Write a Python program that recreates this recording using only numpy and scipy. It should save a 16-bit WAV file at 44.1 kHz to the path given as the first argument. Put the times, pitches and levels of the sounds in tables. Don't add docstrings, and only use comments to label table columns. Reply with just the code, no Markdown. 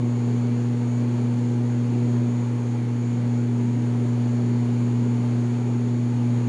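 import sys
import numpy as np
from scipy import signal
from scipy.fft import rfft, irfft
from scipy.io import wavfile
from scipy.ndimage import uniform_filter1d, minimum_filter1d

SR = 44100
rng = np.random.default_rng(int(sys.argv[2]) if len(sys.argv) > 2 else 0)


def linear_from_db(decibels):
    return 10 ** (np.asarray(decibels, float) / 20)


def int16_out(signal):
    q = np.round(np.clip(np.atleast_2d(signal).T, -1, 1) * 32767)
    wavfile.write(sys.argv[1], SR, q.astype(np.int16))


N = 285768
TIME = np.arange(N) / SR

# (frequency [Hz], density [dB per Hz])
HULL_ROAR = [(20, -36), (45, -28), (62, -16), (100, -8), (130, -2.5), (230, 1.5), (310, 1), (340, -0.5),
             (410, -2.5), (480, -6), (560, -11.5), (640, -14), (900, -12.5), (1100, -19)]
# (frequency [Hz], density [dB per Hz])
WINDOW_HISS = [(1100, -18), (1400, -19.5), (1900, -22.5), (2350, -22), (2550, -25), (3200, -27.5),
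               (3550, -30), (4000, -30), (5000, -35.5), (6000, -34), (7600, -41.5), (10000, -39.5),
               (10300, -41.5), (11000, -44.5)]
# (frequency [Hz], width [Hz], lift [dB])
CABIN_MODES = [
    (321.6, 8.5, -5.5),
    (335, 14, 4.5),
    (740, 30, 1),
    (1170, 90, 1.5),
    (413, 32, 3),
    (591, 21, 3.5),
    (880, 140, 1.5),
    (2950, 20, -1),
]
# (time [s], depth [dB], length [s])
SLACK_MOMENTS = [(0, 5.5, 0.063), (.25, 0.5, .07), (0.507, 4, 0.051), (.72, 3.5, .1), (1.058, 3.5, 0.054),
                 (1.3, 3, .07), (1.61, 4.5, 0.048), (1.82, 2, 0.083), (2.0, 2.5, 0.057), (2.22, 4, 0.046),
                 (2.55, 4, .07), (2.838, 5.5, .1), (2.97, 2, .05), (3.244, 3.5, 0.079), (3.5, 5, .07),
                 (3.72, 2.5, 0.083), (3.95, 3, .12), (4.19, 3, .07), (4.4, 2, 0.051), (4.55, 3, 0.046),
                 (4.68, 3.5, 0.044), (4.95, 1, .12), (5.3, 2.5, 0.23), (5.75, 1.5, .15), (6.15, 2.5, .25)]
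SIDEBAND_LEVELS = [-17, -15, -11, -16, -9.5, -4.5, -5, -7, -40, -8, -12, -12, -22]
UPPER_COMB_LEVELS = [-87.5, -87.5, -81, -89, -85.5, -93.5, -82.5, -89, -81, -87.5, -81.5, -85.5, -94.5,
                     -89.5, -95, -85, -90.5, -95.5]
# (time [s], rate [Hz])
BLADE_RATE = [(0, 120.02), (.35, 119.84), (.65, 120.07), (1.2, 120.17), (1.85, 120.2), (2.1, 120.07),
              (2.45, 119.78), (2.75, 119.72), (3.1, 119.98), (4.2, 119.96), (4.55, 119.8), (4.9, 119.95),
              (5.5, 120.03), (6.48, 120.03)]
# (time [s], level of the blade rate [dB])
BLADE_WAKE = [(0, -24.5), (.06, -24), (.4, -23.3), (.8, -24), (1.55, -23.5), (1.9, -23.5), (2.09, -22),
              (2.3, -23.8), (2.55, -25), (2.97, -25), (3.4, -23.5), (3.75, -23.5), (4.5, -23), (5.0, -23),
              (5.6, -24), (6.05, -24), (6.28, -23), (6.48, -23.5)]
# (time [s], shift of the second multiple [turns])
PROPELLER_SLIDE = [
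    (0, -.13),
    (1.5, -.18),
    (2.3, -.17),
    (2.6, -.05),
    (2.9, -.03),
    (3.3, -.17),
    (4.6, -.21),
    (6.48, -.18),
]
# (start level [dB], drift [dB/s], change at full slide [dB], wavering [0-1])
MIDDLE_MULTIPLES = [
    (-44.5, -0.96, -6, 0.8),
    (-44, -1.37, 2.5, 0.23),
    (-50.5, -0.65, -12.5, .3),
    (-62, 1.0, 8, .4),
]
WEAK_MULTIPLES = [6, 8, 9, 10, 13, 16, 17, 18, 19]
WEAK_LEVELS = [-60.5, -62, -62, -68.5, -70, -74.5, -67.5, -67.5, -70]


def evened(x):
    return x / np.sqrt(np.mean(abs(x) ** 2) + 1e-20)


def curves(rows):
    times, *columns = np.transpose(rows)
    return [np.interp(TIME, times, column) for column in columns]


def wander(hz):
    count, rate = 4096, 500
    f = np.fft.rfftfreq(count, 1 / rate)
    spectrum = rfft(rng.standard_normal(count)) * np.exp(-(f / hz) ** 2) * (f > 0)
    return np.interp(TIME, np.arange(count) / rate, evened(irfft(spectrum)))


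def tone(turns, fuzz, hz):
    wavering = 1 + fuzz * (wander(hz) + 1j * wander(hz)) / np.sqrt(2)
    return np.sqrt(2 / (1 + fuzz ** 2)) * (np.exp(2j * np.pi * turns) * wavering).real


def resonate(x, hz, width):
    b, a = signal.iirpeak(hz, hz / width, SR)
    return signal.lfilter(b, a, signal.lfilter(b, a, x))


def comb(mesh, turns, levels_db, count, fuzz, hz):
    lines = 0
    for k, db in enumerate(levels_db):
        phase = mesh + (count + k) * turns + rng.random()
        lines = lines + linear_from_db(db) * tone(phase, fuzz, hz)
    return lines


def wake_db():
    return curves(BLADE_WAKE)[0] + 23.5


def slack_db():
    return -sum(depth_db * np.exp(-((TIME - s) / length) ** 2) for s, depth_db, length in SLACK_MOMENTS)


def airflow(turns):
    frames, hz = N // 1024 + 6, np.fft.rfftfreq(4096, 1 / SR)
    real, imaginary, patches = rng.standard_normal((frames, len(hz), 3)).T
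    patches = uniform_filter1d(patches, size=12, axis=0)
    patches = evened(uniform_filter1d(patches, size=4, axis=1))

    f, db = np.transpose(HULL_ROAR + WINDOW_HISS[1:])
    colour_db = np.interp(np.log(hz + 1), np.log(f + 1), db)
    for mode_hz, width, lift_db in CABIN_MODES:
        colour_db += lift_db * np.exp(-((hz - mode_hz) / width) ** 2)
    patchy_db = 0.84 + 0.61 / (1 + (hz / 600) ** 2)
    z = (real + 1j * imaginary) * linear_from_db(colour_db[:, None] + patchy_db[:, None] * patches)
    noise = evened(signal.istft(z, nperseg=4096, noverlap=3072)[1][:N])

    top = resonate(noise, hz=8800, width=3000)
    puff = .3 * np.exp(4 * (np.cos(2 * np.pi * (turns - .44)) - 1))
    level_db = -34.5 + 0.63 * wake_db() + 0.34 * wander(hz=2.8)
    return linear_from_db(level_db) * (noise + puff * top)


def gearbox(turns):
    mesh = np.cumsum(6949 + 2.5 * wander(hz=4)) / SR
    whine_db = -56.5 + slack_db()
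    load_db = whine_db - whine_db.mean()

    main = evened(comb(mesh, turns, SIDEBAND_LEVELS, count=-8, fuzz=1.0, hz=5.7))
    main *= linear_from_db(whine_db - 5.0 + 0.58 * load_db)
    upper = comb(mesh, turns, UPPER_COMB_LEVELS, count=6, fuzz=0.57, hz=4)

    gate = 1 + .12 * np.cos(2 * np.pi * (turns - .25)) + .1 * np.cos(6 * np.pi * (turns - .2))
    chatter = evened(resonate(rng.standard_normal(N) * gate, hz=6700, width=1100))
    chatter *= linear_from_db(whine_db - 2.5 - 0.49 * load_db)

    centre = linear_from_db(-61.5 + 1.8 * slack_db()) * tone(mesh, fuzz=.2, hz=8)
    pump_turns = np.cumsum(2383 + 3 * wander(hz=1.5)) / SR
    pump = linear_from_db(-68) * tone(pump_turns, fuzz=.5, hz=2.1)
    return centre + main + chatter + upper + pump


def trim_panel(turns):
    beats = np.flatnonzero(np.diff(np.floor(turns - .62)))
    late, size_db = np.clip(rng.standard_normal((len(beats), 2)), -2, 2).T
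    offsets = np.round(.00035 * SR * late).astype(int)
    knocks = np.zeros(N)
    knocks[np.clip(beats + offsets, 0, N - 1)] = linear_from_db(1.4 * size_db)

    ring = resonate(knocks, hz=4310, width=600) - .8 * resonate(knocks, hz=4530, width=450)
    body = resonate(knocks, hz=3400, width=730)
    level_db = -63.5 + 1.1 * wake_db() + wander(hz=1.8)
    return linear_from_db(level_db) * (evened(ring) + linear_from_db(-5.0) * evened(body))


def propellers(turns):
    slide = curves(PROPELLER_SLIDE)[0]
    slip = np.clip((slide + .17) / .14, 0, 1)

    first_db = curves(BLADE_WAKE)[0] + .3 * wander(hz=7.2)
    second_db = -26 + 1.02 * wake_db() - 2 * slip + .55 * wander(hz=7.2)
    out = linear_from_db(first_db) * np.sqrt(2) * np.cos(2 * np.pi * turns)
    out += linear_from_db(second_db) * np.sqrt(2) * np.cos(2 * np.pi * (2 * turns + slide))

    for k, (db, drift_db, slip_db, fuzz) in zip([3, 4, 5, 7], MIDDLE_MULTIPLES):
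        level_db = db + wake_db() + drift_db * TIME + slip_db * slip
        out += linear_from_db(level_db) * tone(k * turns, fuzz, hz=4.4)
    for k, db in zip(WEAK_MULTIPLES, WEAK_LEVELS):
        out += linear_from_db(db) * tone(k * turns + rng.random(), fuzz=1.3, hz=0.24 * k)
    return out


def scene():
    turns = .39 + np.cumsum(curves(BLADE_RATE)[0]) / SR
    return (airflow(turns) + gearbox(turns) + trim_panel(turns) + propellers(turns))[None]


def masked(x):
    hz, _, z = signal.stft(x, SR, nperseg=2048, noverlap=1536)
    power = uniform_filter1d(abs(z) ** 2, size=3, axis=0)
    power_db = 10 * np.log10(uniform_filter1d(power, size=8, axis=1) + 1e-20)
    loudest_db = -minimum_filter1d(-power_db, size=51, axis=0)
    dropped = (power_db < loudest_db - 18) & (hz[:, None] > 5700) & (hz[:, None] < 8000)
    return signal.istft(z * np.where(dropped, .2, 1), SR, nperseg=2048, noverlap=1536)[1][:N]


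def low_pass(x):
    return signal.sosfilt(signal.butter(12, 11050, fs=SR, output="sos"), x)


def record(dry):
    edge = signal.firwin(2047, 11010, window=("kaiser", 3), fs=SR)
    mix = signal.oaconvolve(masked(dry[0]), edge, "same")[None]
    return low_pass(mix)


dry = scene()
out = record(dry)
int16_out(out)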